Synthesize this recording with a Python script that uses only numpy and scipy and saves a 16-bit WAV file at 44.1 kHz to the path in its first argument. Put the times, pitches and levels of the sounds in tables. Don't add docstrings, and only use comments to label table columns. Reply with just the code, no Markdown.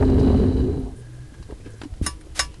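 import sys
import numpy as np
from scipy import signal
from scipy.fft import rfft, irfft
from scipy.io import wavfile
from scipy.ndimage import uniform_filter1d

SR = 44100
rng = np.random.default_rng(int(sys.argv[2]) if len(sys.argv) > 2 else 0)


def wav_record(signal):
    frames = np.transpose(np.atleast_2d(signal))
    bounded = np.clip(frames, -1, 1)
    quanta = np.round(bounded * 32767).astype(np.int16)
    wavfile.write(sys.argv[1], SR, quanta)


def level_to_linear(level):
    exponent = np.asarray(level, float) / 20
    return 10 ** exponent


N = 114660


def evened(x):
    return x / np.sqrt(np.mean(x ** 2) + 1e-20)


def read(points, hz):
    f, value = np.transpose(points)
    return np.interp(np.log(hz + 1), np.log(f + 1), value)


def add(mix, start_s, sound):
    part = mix[round(start_s * SR):][:len(sound)]
    part += sound[:len(part)]


def butter(x, order, hz, kind="low"):
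    return signal.sosfilt(signal.butter(order, hz, kind, fs=SR, output="sos"), x)


def resonate(x, hz, width_hz):
    r = np.exp(-np.pi * width_hz / SR)
    return evened(signal.lfilter([1, 0, -r], [1, -2 * r * np.cos(2 * np.pi * hz / SR), r * r], x))


def slips(per_s, spread_db):
    size = level_to_linear(spread_db * np.minimum(rng.exponential(1, N), 4))
    return size * rng.choice([-1., 1.], N) * (rng.random(N) < per_s / SR)


def wander(per_s):
    return evened(butter(rng.standard_normal(N), 2, per_s))


def drag():
    # time_s, effort_db
    push = [
        (0.0, -13),
        (0.124, -15.5),
        (0.242, -14.5),
        (0.492, -15.5),
        (0.528, -23),
        (0.566, -18.5),
        (0.788, -25.5),
        (1.062, -54),
        (1.15, -74),
    ]
    # pitch_hz, width_hz, level_db
    pipe = [(44.7, 17, -11), (73, 29, 0), (123.4, 70, -6.5), (154, 45, -17), (208, 26.7, -5.5),
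            (258.4, 8.8, -2), (299, 48, -14.5), (365.2, 32.4, -3.5), (396.5, 19.8, -7), (750, 780, -15)]
    # time_s, level_db
    grit_load = [(0, -3.5), (.1, -1.5), (.22, 2), (.42, 1.5), (.6, -5.5), (.8, -14), (1.05, -35),
                 (1.2, -70)]
    # pitch_hz, width_hz, level_db
    grit_bands = [(880, 490, 2.5), (1530, 280, -1.5), (2170, 890, -6.5), (2916, 280, -2.5),
                  (3470, 500, -13), (3977, 180, 0.5), (4540, 260, -6), (7000, 5300, -10.5)]
    gusts_per_s, strand_s, strand_db = 25, .06, 1.5
    squeeze, squeeze_s = .5, .03
    grit_db = -46

    t = np.arange(N) / SR
    effort_db = np.interp(t, *np.transpose(push)) - 600 * np.clip(t - push[-1][0], 0, 1)
    gust_db = 1.5 * wander(gusts_per_s)
    jolts = slips(1500, 2.5) * level_to_linear(gust_db)
    strand = evened(uniform_filter1d(gust_db, size=round(strand_s * SR), mode="wrap"))
    boom = 0
    for k, (hz, width_hz, db) in enumerate(pipe):
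        mode = resonate(resonate(jolts, hz, width_hz), hz, 3 * width_hz + 60)
        boom = boom + level_to_linear(db + strand_db * np.roll(strand, k * N // len(pipe))) * mode
    boom = butter(boom, 5, 470) + 0.18 * boom
    surge = uniform_filter1d(evened(boom) ** 2, size=round(squeeze_s * SR))
    boom = boom / (surge + 0.087) ** (squeeze / 2)

    sand = slips(2500, 4.0) * level_to_linear(1.2 * wander(gusts_per_s))
    hiss = 0
    for hz, width_hz, db in grit_bands:
        hiss = hiss + level_to_linear(db) * resonate(resonate(sand, hz, width_hz), hz, 2 * width_hz)
    load_db = np.interp(t, *np.transpose(grit_load))
    return level_to_linear(effort_db + 0.5) * evened(boom) + level_to_linear(grit_db + load_db) * evened(hiss)


def floor():
    # pitch_hz, density_db (per Hz)
    air_curve = [(15, -12), (40, 2), (100, -5.5), (190, -19), (450, -24), (870, -33.5), (2500, -38.5),
                 (11500, -42.5)]
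    # multiple, level_db
    whine_partials = [(1, -76), (2, -73), (3, -76), (4, -78), (5, -79), (9, -78)]
    # pitch_hz, width_hz, level_db
    drone_band = (312, 6, -55)
    # time_s, level_db
    drone_swell = [(0, -0.5), (.9, 4.5), (1.25, -0.5), (1.35, -8), (1.95, -8), (2.08, 3), (2.6, 1.5)]
    air_db, swell_db, low_patch_db, hiss_patch_db = -38.5, .4, 3, .5
    whine_hz = 1024

    t = np.arange(N) / SR
    frames, hz = N // 256 + 5, np.fft.rfftfreq(1024, 1 / SR)
    real, imag, patches = rng.standard_normal((frames, 513, 3)).T
    patches = uniform_filter1d(patches, size=8, axis=0)
    patches = evened(uniform_filter1d(patches, size=10, axis=1))
    patch_db = np.where(hz < 800, low_patch_db, hiss_patch_db)[:, None] * patches
    z = (real + 1j * imag) * level_to_linear(read(air_curve, hz)[:, None] + patch_db)
    air = evened(signal.istft(z, nperseg=1024, noverlap=768)[1][:N])
    air = air * level_to_linear(air_db + swell_db * wander(19))

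    whine = sum(level_to_linear(db + 1.5 * wander(15)) * np.sin(2 * np.pi * k * whine_hz * t) for k, db in whine_partials)
    drone_hz, width_hz, drone_db = drone_band
    drone = resonate(rng.standard_normal(N), drone_hz, width_hz)
    return air + whine + level_to_linear(drone_db + np.interp(t, *np.transpose(drone_swell))) * drone


def scuffs():
    # start_s, level_db, length_s, top_hz
    first_scuff = (.024, -27, .011, 1500)
    # start_s, level_db, length_s, top_hz
    scrapes = [(0.128, -39.5, 0.0086, 1380), (.3, -36.5, 0.036, 1150), (.51, -37, 0.024, 940),
               (.587, -50, 0.0088, 1160), (1.487, -49, 0.014, 1090), (1.52, -47.5, 0.013, 1060),
               (1.651, -41, 0.03, 525), (1.736, -50.5, 0.021, 556), (1.8146, -40, 0.0036, 3960),
               (2.019, -36, 0.073, 361)]
    out, t = np.zeros(N), np.arange(SR // 3) / SR
    for start_s, db, length_s, top_hz in [first_scuff] + scrapes:
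        band = evened(butter(rng.standard_normal(len(t)), 6, [top_hz / 4, top_hz], "band"))
        fade_db = -60 * np.maximum(t - length_s, 0) / 0.0099
        add(out, start_s, level_to_linear(db + fade_db) * np.minimum(t / 0.00038, 1) * band)
    return out


def knocks():
    # start_s, peak_db, pitch_hz, t60_s, rise_s
    bumps = [(.0245, -22, 797, 0.057, 0.00045), (.03, -26, 638, 0.07, 0.00077),
             (1.322, -40.5, 258, 0.057, 0.0011), (1.49, -36.5, 274, 0.028, 0.00087),
             (1.499, -32, 420, 0.08, 0.0028), (1.524, -20.5, 318, 0.013, .001),
             (1.6, -44, 353, 0.058, 0.0011), (1.655, -43, 380, 0.042, .002),
             (1.663, -33.5, 300, 0.05, .004), (1.742, -43, 200, 0.024, .001),
             (1.8156, -25.5, 300, .012, 0.0004), (1.834, -26.5, 308, 0.039, 0.0012),
             (1.853, -21, 285, 0.052, 0.007), (2.3925, -29, 520, .04, .0005)]
    out, t = np.zeros(N), np.arange(SR // 4) / SR
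    for start_s, db, hz, t60_s, rise_s in bumps:
        ring = np.sin(2 * np.pi * hz * t) * np.minimum(t / rise_s, 1)
        add(out, start_s, -level_to_linear(db + 3 - 60 * t / t60_s) * ring)
    return out


def ticks():
    # pitch_hz, width_hz, level_db
    housing = [(870, 730, 1), (1570, 170, -5), (2200, 710, -12), (2870, 220, -0.5), (3980, 170, 2),
               (4580, 260, -2), (7100, 4800, -29)]
    # start_s, level_db, t60_s, bright_db (per octave about 2 kHz)
    snaps = [(0.0984, -38.5, 0.036, 11), (0.182, -41, .03, -13), (0.1951, -40, 0.14, 7),
             (1.341, -49, 0.081, -12), (1.426, -44.5, 0.056, -0.5), (1.508, -43.5, 0.05, -12),
             (1.66, -50, 0.2, -9), (1.816, -32, 0.048, -26), (1.834, -40, 0.085, -8),
             (1.845, -46, 0.046, -7), (1.938, -47.5, 0.039, -6), (2.211, -46, 0.037, -14),
             (2.541, -42, 0.033, -5)]
    out, t = np.zeros(N), np.arange(SR // 8) / SR
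    for start_s, db, t60_s, bright_db in snaps:
        burst = rng.standard_normal(len(t))
        bands = 0
        for hz, width_hz, band_db in housing:
            tilt_db = bright_db * np.log2(hz / 2000)
            bands = bands + level_to_linear(band_db + tilt_db) * resonate(burst, hz, width_hz)
        add(out, start_s, evened(bands) * level_to_linear(db - 60 * t / t60_s) * np.minimum(t / .0007, 1))
    return out


def creep():
    # start_s, length_s, pitch_hz, width_hz, level_db
    squeaks = [(0.44, 0.538, 723, 207, -48.5), (.2, 0.124, 207.7, 37.6, -18.5),
               (2.398, .011, 1960, 170, -31), (1.4, 0.36, 450, 77, -60), (2.2, 0.145, 370, 115, -55.5),
               (1.6, 0.153, 430, 95, -55), (0.85, 0.785, 1630, 87, -62), (1.62, 0.195, 1620, 110, -59),
               (1.7, 0.057, 6500, 3100, -62.5)]
    # start_s, length_s, from_hz, to_hz, level_db
    hums = [
        (.93, 0.361, 116, 127.5, -37),
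        (1.6, 0.307, 100.5, 118, -40.5),
    ]
    out = np.zeros(N)
    for start_s, length_s, hz, width_hz, db in squeaks:
        n = round(length_s * SR)
        tone = resonate(resonate(slips(1500, 4.4)[:n], hz, width_hz), hz, 2 * width_hz)
        add(out, start_s, level_to_linear(db) * tone * signal.windows.tukey(n, .4))
    for start_s, length_s, from_hz, to_hz, db in hums:
        n = round(length_s * SR)
        turns = np.cumsum(np.linspace(from_hz, to_hz, n) * (1 + 0.013 * wander(19)[:n])) / SR
        tone = np.sin(2 * np.pi * turns) * signal.windows.tukey(n, .3)
        add(out, start_s, level_to_linear(db + 0.52 * wander(9.7)[:n]) * tone)
    return out


def sways():
    # start_s, level_db, pitch_hz, t60_s
    lumps = [(2.02, -12, 109, 0.044), (0.599, -13.5, 57.5, 0.34), (0.829, -23, 52, 0.29),
             (1.525, -22.5, 51.7, 0.079), (1.69, -46, 55, 0.15), (1.923, -20, 41.3, 0.11),
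             (2.035, -25.5, 67, 0.44), (2.391, -21.5, 67.5, 0.12)]
    out, t = np.zeros(N), np.arange(SR // 3) / SR
    for start_s, db, hz, t60_s in lumps:
        add(out, start_s, level_to_linear(db - 60 * t / t60_s) * np.sin(2 * np.pi * hz * t) * np.minimum(t / 0.0061, 1))
    return out


def swishes():
    # start_s, length_s, pitch_hz, level_db
    slides = [(1.7, 0.013, 9900, -57.5), (0.95, 0.069, 9200, -59), (2.206, 0.016, 9100, -55),
              (0.79, 0.022, 11400, -60.5), (1.643, 0.04, 2700, -57.5), (2.471, 0.11, 2900, -60.5),
              (3, 0.011, 3100, -51), (1.6, .025, 2300, -59)]
    out = np.zeros(N)
    for start_s, length_s, hz, db in slides:
        n = round(length_s * SR)
        add(out, start_s, level_to_linear(db) * resonate(rng.standard_normal(n), hz, 0.14 * hz) * signal.windows.tukey(n, .5))
    return out


def thump():
    # start_s, level_db, pitch_hz, t60_s
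    heavy = (2.0135, -13, 72, .12)
    snap_hz, snap_db, snap_t60_s = 250, -11.5, 0.022
    out, t = np.zeros(N), np.arange(SR // 4) / SR
    start_s, db, hz, t60_s = heavy
    body = level_to_linear(db - 60 * t / t60_s) * np.sin(2 * np.pi * hz * t) * np.minimum(t / 0.0035, 1)
    snap = level_to_linear(snap_db - 60 * t / snap_t60_s) * np.sin(2 * np.pi * snap_hz * t) * np.minimum(t / 0.0014, 1)
    add(out, start_s, body - snap)
    return out


def clicks():
    strikes_s = [2.0625, 2.3925]
    # level_db, rise_s, bright_db (above 8.5 kHz), body_db (below 1.4 kHz)
    strikes = [
        (-22.5, 0.0029, 14, 2),
        (-15, 0.00029, 4.5, -2.5),
    ]
    # pitch_hz, density_db (per Hz)
    crack_curve = [(59, -23), (100, -21), (329, -5.5), (2020, -3.5), (2570, -15.5), (5310, -6),
                   (9730, -15.5), (12400, -17), (16100, -66), (22000, -120)]
    metal_hz = [980, 1149, 1520, 1720, 1986, 2783, 3860, 2897, 5114, 5233, 6526, 6850, 8990, 9497]
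    # level_db, t60_s
    metal = [(-16, .24), (-5.5, .16), (-5, .07), (-14, .16), (-2, .045), (-14, .15), (-7, .075), (-16, .14),
             (-2, .115), (0, .1), (-7, .095), (-7, .085), (-13, .06), (-17, .12),
             (-19, .18), (-16, .11), (-10, .09), (-11, .075), (-17, .09), (-13, .06), (-22, .06),
             (-4, .075), (-7, .06), (-7, .07), (-17, .06), (-7, .05), (-9, .045), (-15, .05)]
    more_metal_hz = [2304, 3531, 5545, 7688, 8129, 9701, 10840, 1859, 5350, 6435, 1320, 6320, 1070, 7030]
    crack_t60_s, tail_db, tail_t60_s = .042, -9, .13
    strike_lag_s = .003

    out, t = np.zeros(N), np.arange(SR // 3) / SR
    noise_hz = np.fft.rfftfreq(len(t), 1 / SR)
    for start_s, (db, rise_s, bright_db, body_db) in zip(strikes_s, strikes):
        colour = level_to_linear(read(crack_curve, noise_hz) + bright_db * (noise_hz > 8500))
        noise = evened(irfft(rfft(rng.standard_normal(len(t))) * colour, len(t)))
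        crack = noise * (level_to_linear(-60 * t / crack_t60_s) + level_to_linear(tail_db - 60 * t / tail_t60_s))
        ring = 0
        for k, (hz, (mode_db, t60_s)) in enumerate(zip(metal_hz + more_metal_hz, metal)):
            mode_db = mode_db + bright_db * (hz > 8500) + body_db * (hz < 1400)
            mode = (-1) ** k * np.sin(2 * np.pi * hz * (t - strike_lag_s))
            ring = ring + level_to_linear(mode_db - 60 * t / t60_s) * mode
        add(out, start_s, level_to_linear(db) * np.minimum(t / rise_s, 1) * (crack + ring))
    return out


def scene():
    head = drag() + scuffs() + knocks() + ticks() + sways() + thump()
    return (head + floor() + creep() + swishes() + clicks())[None]


def band_limit(x):
    return signal.sosfilt(signal.butter(12, 12540, fs=SR, output="sos"), x)


def record(dry):
    # low_hz, high_hz, level_db
    smear_bands = [(500, 9600, 0), (7200, 12900, -4)]
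    ceiling, knee = .268, 6
    smear_s, smear_lag_s, smear_db = .125, .013, -11
    rise_db, fade_db = -4, -20.5
    edge_hz = 11320

    x = dry[0] / (1 + abs(dry[0] / ceiling) ** (2 * knee)) ** (.5 / knee)
    window = signal.windows.tukey(round(smear_s * SR), .3)
    corners_s = [0, smear_s / 2 - smear_lag_s, smear_s]
    slope_db = np.interp(np.linspace(0, smear_s, len(window)), corners_s, [rise_db, 0, fade_db])
    window = window * level_to_linear(2 * slope_db)
    fuzz, smear = rng.standard_normal(N), 0
    for low_hz, high_hz, db in smear_bands:
        treble = butter(x, 4, [max(low_hz, 1500), high_hz], "band")
        level = np.sqrt(abs(signal.oaconvolve(treble ** 2, window / window.sum(), "same")))
        band = evened(butter(fuzz, 2, [low_hz, high_hz], "band"))
        smear = smear + level_to_linear(smear_db + db) * np.roll(level, round(smear_lag_s * SR)) * band
    x = signal.sosfiltfilt(signal.butter(10, edge_hz, fs=SR, output="sos"), x + smear)
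    return band_limit(x[None])


dry = scene()
out = record(dry)
wav_record(out)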